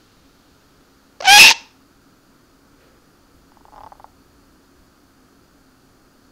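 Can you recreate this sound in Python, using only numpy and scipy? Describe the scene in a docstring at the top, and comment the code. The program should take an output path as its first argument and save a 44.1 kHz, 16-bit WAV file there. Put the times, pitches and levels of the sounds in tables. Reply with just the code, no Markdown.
"""Eagle owl screech, close up.

A small wooden room, one microphone close to the bird. Its one screech overloads the input: the syrinx
croaks, rises to a clear tone, breaks into a shrill whistle over rasping air, and sputters out.
A faint, breathy swish starts suddenly and fades, then soft clucks pop behind the shut beak.
Underneath lie faint hum and hiss, and the low rumble and soft bumps of the microphone being handled."""
import sys
import numpy as np
from scipy import signal
from scipy.fft import rfft, irfft, next_fast_len
from scipy.io import wavfile

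SR = 44100
rng = np.random.default_rng(int(sys.argv[2]) if len(sys.argv) > 2 else 0)


def wrap_up_sound(samples):
    """Save the sound to the file named by the first command line argument, as 16-bit audio."""
    columns = np.atleast_2d(samples).T
    # keep every value between -1 and 1, then stretch to whole-number steps
    tamed = np.clip(columns, -1, 1)
    steps = np.round(tamed * 32767).astype(np.int16)
    wavfile.write(sys.argv[1], SR, steps)


N = 278271
TIME = np.arange(N) / SR

# Air pressure behind the cry. Each row: time in seconds, effort in dB.
EFFORT = [(1.236, -36), (1.243, -24), (1.27, -16.5), (1.279, -7.5), (1.32, -2), (1.41, -0.5), (1.496, -4.8),
          (1.504, -12), (1.518, -17.5), (1.532, -34)]
# The low tone of the syrinx, and its shriek after the break. Each row: time in seconds, pitch in Hz.
TONE_PITCH = [(1.24, 750), (1.266, 833.4), (1.277, 751), (1.295, 769.3), (1.315, 803.4), (1.345, 826.2),
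              (1.374, 828), (1.386, 880)]
SHRIEK_PITCH = [(1.385, 2538), (1.405, 2669), (1.447, 2644), (1.487, 2749), (1.498, 2490), (1.52, 2700)]
# The low tone catches again for an instant. Each row: time in seconds, level in dB.
RELAPSES = [(1.448, -11.5), (1.514, -12.5)]
# The open throat, for the tone and for the rasp. Each row: frequency in Hz, gain in dB.
TONE_COLOUR = [(200, -25), (500, -3), (820, -3), (1600, -4.5), (2450, -2), (3250, -2), (4050, -21),
               (5000, -5), (5800, -8.5), (7000, -12.5), (8500, -26.5), (12000, -57)]
RASP_COLOUR = [(50, -22), (250, -18), (500, -15), (900, -16), (1250, -18), (2000, -6.5), (2600, -1.5),
               (3100, -3), (3700, -1.3), (4400, -2.3), (5100, -2.8), (6400, -7.5), (7300, -20), (8400, -21),
               (12000, -49)]
# Bursts of air as the cry catches and as it dies.
# Each row: start and end in seconds, bursts a second, first and last level in dB.
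SPUTTERS = [(1.2481, 1.27, 200, -23, -18), (1.503, 1.528, 265, -9, -15)]
# Croaks before the cry. Each row: start and length in seconds, pitch in Hz, level in dB.
CROAKS = [(1.2057, .0075, 558.3, -26), (1.2227, .0105, 679.7, -26.5)]
# Wet clicks as the beak opens. Each row: time in seconds, level in dB.
SMACKS = [(1.204, -21.5), (1.2109, -12.5), (1.2236, -18.5), (1.2332, -19.5)]
# Throat clucks. Each row: start in seconds, level in dB, number of pops, snap of the upper modes in dB.
CLUCKS = [(3.519, -39, 1, 8), (3.571, -36.5, 1, 0), (3.609, -42, 1, 0), (3.6528, -33.5, 1, 5),
          (3.6828, -37, 2, 0), (3.7229, -37, 1, -4), (3.731, -37, 1, 5), (3.738, -33.5, 2, 1),
          (3.7607, -32.5, 3, 9.5), (3.7795, -29, 3, 4), (3.8063, -30, 3, 7), (3.835, -28.5, 3, 9),
          (3.8634, -28.5, 3, 5.5), (3.9206, -27.5, 2, -5), (3.954, -41, 1, 0), (3.998, -31.5, 2, -1),
          (4.0433, -25, 1, -2)]
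# The shut throat, four low and four upper modes. Each row: frequency in Hz, level in dB, t60 in seconds.
CLUCK_MODES = [(780, -19, .016), (865, .5, .019), (1040, -13, .024), (1830, -26, .017), (2720, -24, .0062),
               (3480, -28, .0085), (4620, -29, .008), (5115, -24, .0077)]
# Soft bumps of the microphone being handled. Each row: time in seconds, level in dB.
BUMPS = [(3.36, -49), (4.03, -52), (4.26, -52), (4.4, -50), (4.53, -53), (4.79, -47)]
# Spectra of the swish and of the handling rumble. Each row: frequency in Hz, gain in dB.
SWISH_COLOUR = [(150, -20), (300, -3), (520, 3), (680, -17), (1300, -11), (2300, -13), (4200, -21),
                (8000, -31)]
RUMBLE_COLOUR = [(15, -3.5), (40, 1.5), (85, -3.5), (160, -15), (500, -44.5)]
# Spectra of the wall reflections, the room air and the hiss. Each row: frequency in Hz, gain in dB.
WALL_COLOUR = [(100, -6), (500, 3.5), (900, 3.5), (1500, -1), (2700, -2.5), (5500, 0), (9000, -2.5),
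               (14000, -11.5)]
AIR_COLOUR = [(20, 2), (50, 3), (130, -2), (215, -2), (275, 0.5), (330, -4), (600, -12.5), (1050, -15),
              (1280, -10), (1550, -14), (2050, -23), (4100, -25), (4400, -18.5), (5400, -26), (5900, -23.5),
              (8000, -29.5), (15500, -31)]
HISS_COLOUR = [(800, -30), (2200, -1.5), (4000, 2.5), (6500, -5), (10000, -25.5)]
# Hum and thin whine in the room. Each row: frequency in Hz, level in dB.
HUM = [(274.5, -61), (360.7, -71), (4382, -80), (4942, -78), (6842, -80), (13690, -88.5)]

# The voice locks into a clear tone, then breaks; each change of register takes a moment.
LOCK_S, BREAK_S, CHANGE_S = 1.273, 1.385, .01


def tone(effort_db, full_db=-.5, broken_drop_db=21, loose_rough=.9, locked_rough=.38, rough_per_db=.14):
    """The low voice follows the effort: rough at first, clear once locked, fitful after the break."""
    hz, = in_time(TONE_PITCH)
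    locked = after(LOCK_S) - after(BREAK_S)
    rough = locked * np.clip(locked_rough + rough_per_db * effort_db, 0, 1) + (1 - locked) * loose_rough
    gain = from_db(full_db + effort_db - broken_drop_db * after(BREAK_S))
    gain += swells(RELAPSES, rise_s=.006, fall_s=.005)
    return syrinx(hz, 20 * np.log10(gain * during(EFFORT) + 1e-9), rough)


def syrinx(hz, level_db, rough, jitter=.085, shimmer_db=5.0, half_db=-10, slip_rad=.055, soft_tilt=.28):
    """Pulses shaped by the throat; alternate cycles differ, adding faint lines between the overtones."""
    phase = phase_of(hz * (1 + jitter * rough ** 2 * drift(300)))
    phase += slip_rad * drift(900)   # pulses come early or late, which blurs the high overtones
    on = level_db > -70
    hz, phase = hz[on], phase[on]
    halves = from_db(half_db) * rough[on] * (1 + .5 * drift(27)[on])
    wave, power = 0, 0
    for k in np.arange(1, 15):
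        tilt = from_db(soft_tilt * level_db[on] * np.log2(k))   # a soft voice is duller
        gain = tilt * gain_at(TONE_COLOUR, k * hz)
        half_gain = tilt * halves * gain_at(RASP_COLOUR, (k + .5) * hz)
        lag = .048 * k * k   # the throat delays each overtone differently and smears the pulse
        wave += gain * np.sin(k * phase + lag) + half_gain * np.sin((k + .5) * phase + lag)
        power += gain ** 2 / 2
    out = np.zeros(N)
    out[on] = wave / np.sqrt(power)
    return out * from_db(level_db + shimmer_db * rough * np.tanh(drift(250)))


def shriek(effort_db, jitter=.03, shimmer_db=2.5, apart_hz=160, second_db=-6, attack_s=.016):
    """After the break the two sides of the syrinx whistle apart: they beat and couple into a sum tone."""
    hz, = in_time(SHRIEK_PITCH)
    first = phase_of(hz * (1 + jitter * drift(300)))
    second = phase_of((hz - apart_hz) * (1 + jitter * drift(300)))
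    sum_tone = from_db(-2.8 + 2.8 * effort_db) * np.sin(first + second)
    wave = np.sin(first) + from_db(second_db) * np.sin(second) + sum_tone
    level_db = -.8 + 2.1 * effort_db + shimmer_db * np.tanh(drift(130))
    gate = after(BREAK_S + CHANGE_S / 2, attack_s) * during(EFFORT)
    return np.sqrt(2) * wave * from_db(level_db) * gate


def rasp(effort_db, full_db=-10.2, surge_db=7.2, lead_s=.007, flaps_per_s=200, unevenness=.25):
    """Rushing air surges just ahead of the break; at low pressure the membranes flap and chop it."""
    level_db = full_db + effort_db + surge_db * after(BREAK_S - lead_s)
    chopped_share = np.clip(.15 - .08 * effort_db, 0, 1)
    cycle = np.cumsum(flaps_per_s * (1 + unevenness * drift(90))) / SR % 1
    flaps = rms_one(np.exp(-9 * cycle))
    flow = from_db(level_db) * during(EFFORT) * (1 - chopped_share + chopped_share * flaps)
    return throat_air(flow + sputters())


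def sputters(unevenness=.06, burst_s=.0018):
    """Airflow in runs of short, nearly regular bursts that grow or fade."""
    bursts = []
    for start, end, rate, first_db, last_db in SPUTTERS:
        for s in np.arange(start, end, 1 / rate):
            db = np.interp(s, [start, end], [first_db, last_db])
            bursts.append((s + unevenness * rng.standard_normal() / rate, db))
    return signal.lfilter([1], [1, -np.exp(-1 / (burst_s * SR))], clicks(bursts) + 1e-18)


def throat_air(flow):
    """Turbulence as strong as the flow, coloured by the open throat."""
    rms_gain = np.sqrt(np.mean(gain_at(RASP_COLOUR, np.linspace(0, SR / 2, num=1000)) ** 2))
    return coloured(flow * rng.standard_normal(N), RASP_COLOUR) / rms_gain


def croaks(edge_s=.0044, rough=.87, air_db=-15):
    """A few rough, airy cycles of the voice before the cry catches."""
    gain = sum(from_db(db) * (after(s, edge_s) - after(s + length, edge_s))
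               for s, length, _, db in CROAKS)
    hz, = in_time([(s + length / 2, pitch) for s, length, pitch, _ in CROAKS])
    voiced = syrinx(hz, 20 * np.log10(gain + 1e-9), np.full(N, rough))
    return voiced + throat_air(from_db(air_db) * gain)


def smacks():
    """Short bright ticks of the parting beak and tongue."""
    hits = clicks(SMACKS)
    return ring(hits, hz=4487, t60=.003) * from_db(-6) - ring(hits, hz=5870, t60=.003) * from_db(-7)


def clucks(gap_s=.0048, unevenness=.046, loss_db=1.5, snap_loss_db=8, body_hz=(500, 1900), top_hz=5800):
    """Runs of pops, each weaker and duller than the last, muffled by the shut beak and the feathers."""
    bands = np.zeros((2, N))
    for s, db, count, snap_db in CLUCKS:
        for k in range(round(count)):
            start = int((s + k * gap_s * (1 + unevenness * rng.standard_normal())) * SR)
            sound = pop(db - k * loss_db, snap_db - k * snap_loss_db)
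            bands[:, start:start + sound.shape[1]] += sound
    body, snap = bands
    return filtered(body, 2, body_hz, "band") + filtered(snap, 2, top_hz, "low")


def pop(db, snap_db, scatter=.035):
    """One pop of air rings the closed throat: a body of low modes and a snap of upper ones."""
    t = TIME[:SR // 20]
    hz, mode_db, t60 = np.transpose(CLUCK_MODES)[:, :, None]
    hz = hz * (1 + scatter * rng.standard_normal())   # the throat changes shape from pop to pop
    modes = from_db(db + mode_db - 60 * t / t60) * np.sin(2 * np.pi * hz * t)
    body = modes[:4].sum(axis=0)
    snap = from_db(snap_db) * (modes[4::2] - modes[5::2]).sum(axis=0)
    return np.array([body, snap])


def room(x, level_db=-21, first_echo_s=.0057, t60=.41, treble_t60=.33, treble_hz=4000):
    """Dense reflections reach the microphone off nearby wooden walls; the treble dies sooner."""
    t = TIME[:SR]
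    echoes = rng.standard_normal(SR) * (t > first_echo_s)
    low = filtered(echoes, 1, treble_hz, "low")
    tail = low * from_db(-60 * t / t60) + (echoes - low) * from_db(-60 * t / treble_t60)
    tail = coloured(tail / np.sqrt(np.sum(tail ** 2)), WALL_COLOUR)
    return from_db(level_db) * signal.fftconvolve(x, tail)[:N]


def swish(swish_s=2.815, swish_db=-53.5):
    """A faint, breathy swish that starts suddenly and fades."""
    return swells([(swish_s, swish_db)], rise_s=.027, fall_s=.14) * noise(SWISH_COLOUR)


def handling(rumble_s=3.83, rumble_db=-47.5):
    """Low rumble and soft bumps of the microphone being handled."""
    rumble = swells([(rumble_s, rumble_db)], rise_s=.36, fall_s=.33)
    bumps = swells(BUMPS, rise_s=.035, fall_s=.05)
    return np.hypot(rumble, bumps) * noise(RUMBLE_COLOUR)


def background(air_db=-51.5, waver_hz=6.0, hiss_db=-62.5, fade_db_per_s=6.5):
    """Room tone: steady air, a wavering hum and a soft hiss that fades away."""
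    hum = sum(from_db(db) * np.sqrt(2) * np.sin(phase_of(hz + waver_hz * drift(2.7))) for hz, db in HUM)
    air = from_db(air_db) * noise(AIR_COLOUR)
    hiss = from_db(hiss_db - fade_db_per_s * TIME) * noise(HISS_COLOUR)
    return air + hum + hiss


def from_db(db):
    """Decibels to gain."""
    return 10 ** (np.asarray(db) / 20)


def rms_one(x):
    """Scale to rms 1."""
    return x / np.sqrt(np.mean(x ** 2) + 1e-20)


def in_time(rows):
    """One curve for each column after the time, joined by straight lines."""
    s, *columns = np.transpose(rows)
    return [np.interp(TIME, s, c) for c in columns]


def during(rows):
    """1 between the first and the last row, else 0."""
    return (TIME > rows[0][0]) & (TIME < rows[-1][0])


def after(s, change_s=CHANGE_S):
    """Ramp from 0 to 1 around a moment."""
    return np.clip(.5 + (TIME - s) / change_s, 0, 1)


def swells(rows, rise_s, fall_s):
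    """Gain that rises to each (s, dB) peak and dies away, both exponentially."""
    return sum(from_db(db) * np.exp(-np.maximum((s - TIME) / rise_s, (TIME - s) / fall_s))
               for s, db in rows)


def gain_at(spectrum, hz):
    """Read a spectrum on a log-frequency axis."""
    points, db = np.transpose(spectrum)
    return from_db(np.interp(np.log(hz + 1e-9), np.log(points), db))


def coloured(x, spectrum):
    """Causal (minimum-phase) filter with the given spectrum."""
    size = 2 * next_fast_len(len(x) // 2 + SR // 4)
    hz = np.arange(size // 2 + 1) * SR / size
    cepstrum = irfft(np.log(gain_at(spectrum, hz)))
    cepstrum[1:size // 2] *= 2
    cepstrum[size // 2 + 1:] = 0
    return irfft(rfft(x, size) * np.exp(rfft(cepstrum)))[:len(x)]


def filtered(x, order, hz, kind):
    """Low-, high- or band-pass filter."""
    return signal.sosfilt(signal.butter(order, hz, kind, fs=SR, output="sos"), x)


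def noise(spectrum):
    """Coloured noise, rms 1."""
    return rms_one(coloured(rng.standard_normal(N), spectrum))


def drift(hz):
    """Smooth random wander up to about this rate, rms 1."""
    r = np.exp(-2 * np.pi * hz / SR)
    return rms_one(signal.lfilter([1], [1, -2 * r, r * r], rng.standard_normal(N + SR))[SR:])


def clicks(rows):
    """One impulse for each (s, dB) row."""
    s, db = np.transpose(rows)
    return np.bincount(np.round(s * SR).astype(int), from_db(db), N)


def ring(x, hz, t60):
    """A unit click sets a sine of height 1 ringing."""
    r, w = from_db(-60 / (t60 * SR)), 2 * np.pi * hz / SR
    return signal.lfilter([0, np.sin(w)], [1, -2 * r * np.cos(w), r * r], x + 1e-18)


def phase_of(hz):
    """Running phase of an oscillator."""
    return 2 * np.pi * np.cumsum(hz) / SR


def scene():
    """The owl close up, its room behind it; one microphone feeds both channels."""
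    effort_db, = in_time(EFFORT)
    owl = smacks() + croaks() + tone(effort_db) + shriek(effort_db) + rasp(effort_db) + clucks()
    return np.tile(owl + room(owl) + handling() + swish() + background(), (2, 1))


def record(dry, ceiling=.88, hardness=6, bias=.05, spread_db=-13, bass_hz=260, cutoff_hz=15750):
    """The overloaded input flattens the peaks a little lopsidedly; the bass is thinned, the top cut."""
    driven = dry + bias
    clipped = driven / (1 + np.abs(driven / ceiling) ** hardness) ** (1 / hardness) - bias
    fizz = filtered(clipped[0] - dry[0], 8, 9500, "high")
    side = from_db(spread_db) * fizz * drift(600)   # the top of the distortion sounds a little wide
    stereo = clipped + [side, -side]
    thinned = stereo - .5 * filtered(stereo, 1, bass_hz, "low")
    return signal.fftconvolve(thinned, signal.firwin(601, cutoff_hz, fs=SR)[None], "same", axes=1)


dry = scene()
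out = record(dry)
wrap_up_sound(out)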